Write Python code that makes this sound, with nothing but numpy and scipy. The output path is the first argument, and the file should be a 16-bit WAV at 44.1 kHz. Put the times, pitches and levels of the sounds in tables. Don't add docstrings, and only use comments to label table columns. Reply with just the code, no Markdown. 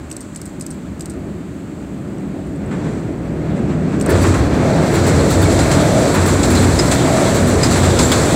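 import sys
import numpy as np
from scipy import signal
from scipy.fft import rfft, irfft
from scipy.io import wavfile
from scipy.ndimage import uniform_filter1d

SR = 44100
rng = np.random.default_rng(int(sys.argv[2]) if len(sys.argv) > 2 else 0)


def file_out(sig):
    cols = np.atleast_2d(sig).T
    lim = np.clip(cols, -1, 1)
    pcm = np.round(lim * 32767).astype(np.int16)
    wavfile.write(sys.argv[1], SR, pcm)


def rack_gain(trim_db):
    fader = np.asarray(trim_db, float)
    return 10 ** (fader / 20)


N = 368235

# frequency in Hz, width in Hz, lift in dB.
PLATE_MODES = [(72, 8, 4), (123, 8, 4), (160, 10, 6), (203, 10, 5), (290, 14, 0), (335, 10, 1),
               (368, 10, 4), (435, 12, 2), (560, 12, 2), (635, 10, 3), (665, 14, 5)]
# frequency in Hz, width in Hz, level in dB above the wheel ring.
WHEEL_MODES = [(3500, 490, -10), (4200, 280, -30), (5000, 200, -27), (5960, 270, -14.5), (7170, 200, -19),
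               (8050, 120, -13.5)]
# frequency in Hz, density in dB per Hz.
BODY_SPECTRUM = [(12, -53), (20, 9), (87, -1), (211, -4), (240, -5), (273, -3.5), (357, -6), (499, -12),
                 (654, -12.5), (732, -15.5), (900, -16.5), (1170, -54), (1980, -120)]
# frequency in Hz, density in dB per Hz.
CONTACT_SPECTRUM = [(350, -30), (600, -5), (929, -7.5), (1290, -9), (2200, -14.5), (3050, -22.5),
                    (4170, -15), (5190, -21), (5950, -19), (6640, -17), (7610, -9), (9220, -22),
                    (11900, -33), (15100, -34.5), (15700, -40)]
# frequency in Hz, density in dB per Hz.
RIVER_SPECTRUM = [(350, -29), (600, 10), (660, -33), (717, -15), (1310, -15.5), (1790, -18.5),
                  (3650, -25.5), (4360, -25), (5570, -33.5), (7840, -23), (9760, -39), (15800, -44)]
# time in seconds, clank in dB, rail thud in dB, sizzle in dB above clank.
FAR_JOINT = [(2.7094, -35.5, -25.5, -26), (2.8394, -42, -29, -25), (3.5594, -37, -31, -24),
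             (3.6894, -37, -27.5, -25), (3.9194, -36, -26.5, -23)]
# time in seconds, clank in dB, rail thud in dB, sizzle in dB above clank.
NEAR_JOINT = [(4.0906, -27.5, -23, -0.5), (4.215, -24, -27, -7), (4.9374, -22, -18.5, -10),
              (5.065, -17, -19, -14), (5.2984, -17.5, -29, -11), (5.4154, -29, -35, 1),
              (6.14, -19, -14, -11), (6.2594, -17.5, -34.5, -10), (6.4994, -18, -26, -11),
              (6.6194, -22, -23, -12), (7.3424, -16.5, -22, -14), (7.4694, -25, -30, -7),
              (7.7094, -11.5, -20, -22), (7.83, -15, -15.5, -22)]
# time in seconds, clank in dB, thud in dB, sizzle in dB above clank.
PAST_JOINT = [(4.1494, -27, -17, -23), (4.2394, -37, -12, -25), (4.3394, -18, -15, -28),
              (5.5194, -19, -36, -20), (5.589, -11.5, -23, -27), (5.712, -10, -19, -23),
              (6.4294, -9, -19, -26), (6.55, -14, -17, -15), (6.7885, -9.5, -17, -23),
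              (6.9126, -6, -19, -25), (7.629, -8.5, -14, -21), (7.7544, -12, -17, -29.5),
              (7.988, -5, -13, -20), (8.115, -6.5, -11, -14.5)]
# frequency in Hz, level in dB, T60 in seconds.
FISHPLATE_MODES = [(1750, -15, 0.048), (4540, 4, 0.04), (10100, 7, .012), (10850, 5, .012), (13200, 0, .03),
                   (15300, -6, .03)]
# frequency in Hz, level in dB, T60 in seconds.
RAIL_END_MODES = [(3360, -1, .05), (4200, -5, 0.088), (5000, 10, 0.029), (7400, -37, 0.082)]
# time in seconds, peak in dB, frequency in Hz, T60 in seconds.
PINGS = [(4.088, -23, 1750, 0.23), (4.089, -35, 4600, .12), (4.213, -31, 4660, .12),
         (5.191, -26, 4200, 0.13), (5.425, -24, 3600, 0.083), (5.455, -18, 2230, 0.072),
         (5.59, -28, 4880, .2), (5.69, -27, 4150, 0.14), (5.74, -30, 4930, .15), (6.57, -25, 4050, .15),
         (5.712, -29, 3150, 0.14), (6.789, -10.5, 5040, 0.059), (7.632, -20, 5000, 0.089),
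         (8.03, -19.5, 7400, 0.36), (8.118, -18.5, 3550, 0.09)]
# mirror up, curtain and mirror down, all in seconds, level in dB.
SHOTS = [(.1013, .1659, .2065, 0), (.3481, .4153, .4557, -1), (.5974, .6644, .7052, 0),
         (.9956, 1.0568, 1.0978, -1), (3.9991, 4.061, 4.102, 3)]
# delay in ms, peak in dB, ring in Hz, edge in dB above ring, knock in dB above ring.
MIRROR_UP = [
    (0, -28, 7200, -12, -16),
    (3.5, -39, 7600, -15, -10),
    (11.9, -24, 7780, -14, -6),
    (14.6, -17, 8080, -26, -24),
    (18.5, -38, 7800, -16, -12),
    (24.7, -28, 7780, -19, -12),
    (26.5, -36, 7900, -15, -10),
]
# delay in ms, peak in dB, ring in Hz, edge in dB above ring, knock in dB above ring.
CURTAIN = [
    (0, -20, 8060, -15, -13),
    (1.8, -26, 7980, -14, -15),
    (6, -37, 7600, -14, -12),
]
# delay in ms, peak in dB, ring in Hz, edge in dB above ring, knock in dB above ring.
MIRROR_DOWN = [
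    (0, -21, 8260, -19, -20),
    (3, -36, 7100, -15, -10),
    (5.9, -25, 8070, -21, -18),
    (9, -30, 8120, -18, -19),
    (12.3, -37, 8200, -17, -12),
    (21, -35, 7500, -15, -12),
    (39, -39, 7500, -12, -10),
]
# time in seconds, peak in dB, pitch in Hz.
TICKS = [(1.81, -44, 4700), (1.94, -51, 4400), (2.181, -42, 5800), (2.1789, -38, 8190), (2.4683, -38, 8930),
         (2.5581, -34, 8290), (2.6589, -34, 8100)]
# time in seconds, level in dB.
LOAD = [(0.0, -27), (0.32, -30), (1.23, -24.5), (1.56, -27.5), (2.04, -25.5), (2.37, -22.5), (2.46, -25.5),
        (2.77, -20), (3.16, -22), (3.53, -19), (3.97, -18.5), (4.11, -12), (4.16, -14.5), (4.81, -13.5),
        (5.42, -14), (5.74, -13.5), (8.35, -14)]
# time in seconds, level in dB.
WHEELS = [(0, -58.5), (2, -60), (2.65, -57), (2.75, -50), (2.9, -47), (3.15, -55), (3.8, -47), (4.05, -43),
          (4.12, -31.5), (4.3, -30.5), (4.5, -37), (4.9, -31.5), (5.3, -29), (6, -28.5), (6.65, -28),
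          (7.2, -27.5), (7.7, -29), (8.35, -26)]
# time in seconds, bending hum in dB, heave in dB, deck in dB.
BOGIES = [(4.11, -14.5, -20, -20), (4.95, -16, -20.5, -22), (5.31, -17, -20, -17.5),
          (6.15, -15.5, -21, -31), (6.51, -17.5, -20, -18.5), (7.35, -16, -25, -27),
          (7.72, -18.5, -19.5, -22)]
# level at full load in dB, dB per dB of load, wander in dB, lead through the steel in seconds.
PARTS = [
    (-27.5, 1.05, 3, -0.015),
    (-29.5, 0.85, 1.5, 0.069),
    (-34, 1, 3.5, -0.03),
    (-36.5, 1.1, 2, -0.0072),
    (-26.5, .5, 3.5, 0.074),
    (-20, 1.5, 1.5, -0.083),
    (-22, 0.93, 2, 0.26),
    (-19, 1.33, 1.5, .01),
    (-22.5, 1.7, 2, -0.029),
    (-28, 1.43, 1.5, -0.023),
]
# level when close in dB, dB per dB of wheels, dB per dB of load, river in dB, joint jolt in dB.
ROLLING = [
    (-23, 0.414, 0.93, -46.5, -16.5),
    (-30, 0.97, 0.27, -57, -19.5),
    (-29, 1.85, -2.2, -57, -21),
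    (-36.5, 1.5, .05, -61.5, -25.5),
]
# time in seconds, level in dB.
DRONES = [(4.6, -22.5), (5.6, -29), (6.27, -27), (6.55, -16.5), (7.12, -22.5), (7.45, -18), (7.72, -19.5),
          (8.07, -21.5)]
# time in seconds, level in dB.
BOOMS = [(.6, -36), (1.3, -31.5), (2.25, -27), (2.8, -23.5), (3.6, -20.5), (3.85, -22.5), (4.8, -17),
         (5.85, -20), (6.12, -25.5), (7.32, -20.5)]

FULL_LOAD_DB, CLOSE_DB = -14, -28
SPAN_HZ, WEB_HZ = 91.9, 245.5
HUM_RISE_S, HUM_HOLD_S, HUM_T60_S = .028, .22, .35
NEXT_PANEL_S, NEXT_PANEL_DB = 0.334, -11
HEAVE_LAG_S, HEAVE_SPREAD_S = 0.32, 0.11
DECK_LAG_S, DECK_SPREAD_S = 0.64, .14
DRONE_SPREAD_S, BOOM_SPREAD_S = 0.078, .12
ROLLING_EDGES_HZ = [750, 2900, 6200, 9500, 16500]


def unit(x):
    return x / np.sqrt(np.mean(x ** 2))


def curves(table):
    s, *columns = np.transpose(table)
    return [np.interp(np.arange(N) / SR, s, c) for c in columns]


def band(x, lo_hz, hi_hz, order=3):
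    return signal.sosfilt(signal.butter(order, [lo_hz, hi_hz], "band", fs=SR, output="sos"), x)


def coloured(spectrum, lo_hz, hi_hz, modes=(), skirt=0.07):
    f = np.fft.rfftfreq(N, 1 / SR) + 1
    hz, db = np.transpose(spectrum)
    gain = rack_gain(np.interp(np.log(f), np.log(hz), db))
    gain = gain / (1 + (lo_hz / f) ** (1 / skirt)) ** .5
    gain = gain / (1 + (f / hi_hz) ** (1 / skirt)) ** .5
    lift = sum(rack_gain(2 * d) / (1 + (2 * (f - m) / w) ** 2) for m, w, d in modes)
    return unit(irfft(rfft(rng.standard_normal(N)) * gain * (1 + lift) ** .5, N))


def walk(rate_hz):
    k = int(SR / rate_hz)
    held = np.repeat(rng.standard_normal(N // k + 1), k)
    return uniform_filter1d(uniform_filter1d(held, k), k)[:N]


def steady(x, seconds):
    k = int(seconds * SR)
    return x / np.sqrt(uniform_filter1d(uniform_filter1d(x ** 2, k), k))


def swell(rows, column, lag_s, spread_s):
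    rows, t = np.array(rows), np.arange(0, N, 64) / SR
    bells = rack_gain(rows[:, column, None]) * np.exp(-.5 * ((t - rows[:, :1] - lag_s) / spread_s) ** 2)
    return np.interp(np.arange(N) / SR, t, np.sqrt(np.sum(bells ** 2, axis=0)))


def ring(hz, t60_s, length_s=.4):
    t = np.arange(int(length_s * SR)) / SR
    return np.sin(2 * np.pi * hz * t) * 1000. ** (-t / t60_s)


def build_up(count, rise_s):
    return 1 - np.exp(-np.arange(count) / SR / rise_s)


def strikes(times_s, levels_db):
    x = np.zeros(N)
    np.add.at(x, (np.asarray(times_s) * SR).astype(int), rack_gain(np.asarray(levels_db)))
    return x


def burst(hits, rise_s, hold_s, t60_s):
    t = np.arange(SR) / SR
    shape = build_up(SR, rise_s) * 1000. ** (-np.maximum(t - hold_s, 0) / t60_s)
    return signal.fftconvolve(hits, shape)[:N]


def river():
    out = 0
    for row, lo_hz, hi_hz in zip(ROLLING, ROLLING_EDGES_HZ, ROLLING_EDGES_HZ[1:]):
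        out = out + rack_gain(row[3] + 0.46 * walk(3.1)) * coloured(RIVER_SPECTRUM, lo_hz, hi_hz)
    return out


def bird():
    out, t = np.zeros(N), np.arange(int(.014 * SR)) / SR
    waver = 1 + .03 * np.cos(2 * np.pi * 90 * t)
    for s, db, hz in TICKS:
        phase = 2 * np.pi * np.cumsum(hz * waver) / SR
        start = int((s - .003) * SR)
        out[start:start + len(t)] += rack_gain(db - 9.0) * np.hanning(len(t)) * np.sin(phase)
    return out


def camera():
    rows = []
    for *starts_s, shot_db in SHOTS:
        for start_s, clicks in zip(starts_s, (MIRROR_UP, CURTAIN, MIRROR_DOWN)):
            rows += [(start_s + ms / 1000, shot_db + db, *rest) for ms, db, *rest in clicks]
    rows = np.array(rows)
    out = np.zeros(N + SR)
    for (s, db, hz, *_), spread in zip(rows, rng.standard_normal((len(rows), 2))):
        tone = ring(hz * (1 + 0.0061 * spread[1]), 0.0049, length_s=.03)
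        tone = tone + .5 * ring(hz * (1.06 + 0.035 * spread[0]), 0.0084, length_s=.03)
        tone = tone * build_up(len(tone), .0006) ** 2
        start = int(s * SR)
        out[start:start + len(tone)] += rack_gain(db + 10.5 + 0.44 * spread[1]) * tone
    s, db, _, edge_db, knock_db = rows.T
    noise = rng.standard_normal(N)
    edge = burst(strikes(s, db + edge_db - 1.5), .0003, 0.00067, 0.0046) * unit(band(noise, 11500, 14600))
    knock = burst(strikes(s, db + knock_db + 0.5), .0001, 0.0014, 0.0097) * unit(band(noise, 4150, 9200))
    buzz = burst(strikes(s, db - 32.5), 0.0011, 0.0044, .15) * coloured(CONTACT_SPECTRUM, 3900, 16000)
    slap_hits = strikes(s, 2 * (db + knock_db) + 27.5)
    slap = burst(slap_hits, .0002, .001, .008) * unit(band(noise, 2200, 4600))
    return out[:N] + edge + knock + slap + buzz


def flickers(count=700):
    lo_hz, hi_hz, t60_s, level_db = 1194, 5620, 0.042, -6
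    out, wheels_db = np.zeros(N + SR), curves(WHEELS)[0]
    for when, pitch, size in rng.random((count, 3)):
        i = int(when * N)
        tone = ring(lo_hz * (hi_hz / lo_hz) ** pitch, t60_s, length_s=.08)
        tone = tone * build_up(len(tone), .003)
        out[i:i + len(tone)] += rack_gain(wheels_db[i] + level_db + 9.9 * size) * tone
    return out[:N]


def pings():
    out = np.zeros(N + SR)
    for s, db, hz, t60_s in PINGS:
        tone = ring(hz, t60_s) + .6 * ring(1.02 * hz, .7 * t60_s)
        tone = tone + .5 * ring(.95 * hz, .5 * t60_s) + .4 * ring(1.065 * hz, .4 * t60_s)
        start = int(s * SR)
        out[start:start + len(tone)] += rack_gain(db) * tone * build_up(len(tone), 0.0021)
    return out[:N] * rack_gain(5 * walk(120))


def joint(table, modes, hold_s, t60_s, ring_db):
    rise_s = .0006
    s, clank_db, thud_db, sizzle_db = np.transpose(table)
    sizzle_db = clank_db + sizzle_db
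    clank = burst(strikes(s, clank_db - 11.5), rise_s, hold_s, t60_s)
    clank = clank * coloured(CONTACT_SPECTRUM, 1970, 11000)
    sizzle = burst(strikes(s, sizzle_db - 10), rise_s, 0.68 * hold_s, .6 * t60_s)
    sizzle = sizzle * coloured(CONTACT_SPECTRUM, 13000, 16500)
    thud = burst(strikes(s, thud_db - 8.5), 0.002, 1.5 * hold_s, 0.72 * t60_s)
    thud = thud * coloured(CONTACT_SPECTRUM, 760, 3300)
    shake = burst(strikes(s, sizzle_db + ring_db), 0.00092, 0.42 * hold_s, .03) * rng.standard_normal(N)
    steel = sum(rack_gain(db) * ring(hz, mode_t60_s) for hz, db, mode_t60_s in modes)
    return clank + sizzle + thud + signal.fftconvolve(shake, steel)[:N]


def rolling():
    wheels_db = curves(WHEELS)[0] - CLOSE_DB
    load_db = curves(LOAD)[0] - FULL_LOAD_DB
    s, clank_db = np.transpose(NEAR_JOINT + PAST_JOINT)[:2]
    jolts = burst(strikes(s, clank_db), .004, .03, .25)
    rattle = walk(24) + .8 * walk(70)
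    shared_db, own_db = [0.32, 1.3, 0.97, 0.98], [0.99, 0.25, 0.35, 0.99]
    out = 0
    for row, lo_hz, hi_hz, shared, own in zip(ROLLING, ROLLING_EDGES_HZ, ROLLING_EDGES_HZ[1:], shared_db, own_db):
        db, per_wheels, per_load, _, jolt_db = row
        size = np.hypot(rack_gain(db + per_wheels * wheels_db + per_load * load_db), rack_gain(jolt_db) * jolts)
        flutter = rack_gain(shared * rattle + own * walk(30) - 1.25)
        out = out + size * flutter * coloured(CONTACT_SPECTRUM, lo_hz, hi_hz)
    for hz, width_hz, db in WHEEL_MODES:
        tone = unit(band(rng.standard_normal(N), hz - width_hz / 2, hz + width_hz / 2, order=1))
        out = out + rack_gain(ROLLING[1][0] + wheels_db + db + 5 * walk(14)) * tone
    return out


def girders():
    load_s, load_db = np.transpose(LOAD)
    sizes = []
    for db, per_load, wander_db, lead_s in PARTS:
        load = np.interp(np.arange(N) / SR + lead_s, load_s, load_db) - FULL_LOAD_DB
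        sizes.append(rack_gain(db + per_load * load + wander_db * walk(7)))
    heave, span, web, piers, far, *beams = sizes
    heave = np.hypot(heave, swell(BOGIES, 2, HEAVE_LAG_S, HEAVE_SPREAD_S))
    beams[1] = np.hypot(beams[1], swell(BOOMS, 1, 0, BOOM_SPREAD_S))
    drone = swell(DRONES, 1, 0, DRONE_SPREAD_S)
    deck = swell(BOGIES, 3, DECK_LAG_S, DECK_SPREAD_S)
    s, hum_db = np.transpose(BOGIES)[:2]
    blows = strikes(s, hum_db) + strikes(s + NEXT_PANEL_S, hum_db + NEXT_PANEL_DB)
    bend = burst(blows, HUM_RISE_S, HUM_HOLD_S, HUM_T60_S)

    out = heave * steady(coloured(BODY_SPECTRUM, 58, 84, PLATE_MODES), .15)
    out = out + piers * coloured(BODY_SPECTRUM, 34, 47)
    out = out + far * steady(coloured(BODY_SPECTRUM, 278, 302), .12)
    for rough, size, hz, lo_hz, hi_hz in ((span, bend, SPAN_HZ, 84, 103), (web, drone, WEB_HZ, 238, 258)):
        hum = np.sqrt(2) * np.sin(2 * np.pi * np.cumsum(hz + 2.51 * walk(8)) / SR)
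        out = out + .95 * size * hum
        out = out + np.hypot(rough, .25 * size) * coloured(BODY_SPECTRUM, lo_hz, hi_hz)
    edges_hz = [103, 150, 230, 430, 600, 750]
    for size, lo_hz, hi_hz in zip(beams, edges_hz, edges_hz[1:]):
        out = out + size * steady(coloured(BODY_SPECTRUM, lo_hz, hi_hz, PLATE_MODES[:-2]), .12)
    return out + deck * steady(coloured(BODY_SPECTRUM, 590, 720, PLATE_MODES), .12)


def scene():
    far = joint(FAR_JOINT, RAIL_END_MODES, hold_s=0.021, t60_s=0.31, ring_db=-23)
    near = joint(NEAR_JOINT, FISHPLATE_MODES, hold_s=0.038, t60_s=0.033, ring_db=-30)
    past = joint(PAST_JOINT, RAIL_END_MODES, hold_s=0.0085, t60_s=0.099, ring_db=-21.5)
    bank = river() + bird() + camera()
    train = flickers() + pings() + far + near + past + rolling() + girders()
    return (bank + train)[None]


def roll_off(x):
    return signal.sosfilt(signal.butter(12, 16680, fs=SR, output="sos"), x)


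def record(dry):
    x = signal.sosfilt(signal.butter(2, 40, "high", fs=SR, output="sos"), dry)
    x = np.tanh(0.94 * x) / 0.87
    x = signal.sosfilt(signal.ellip(12, .3, 80, 15800, fs=SR, output="sos"), x)
    return roll_off(x)


dry = scene()
out = record(dry)
file_out(out)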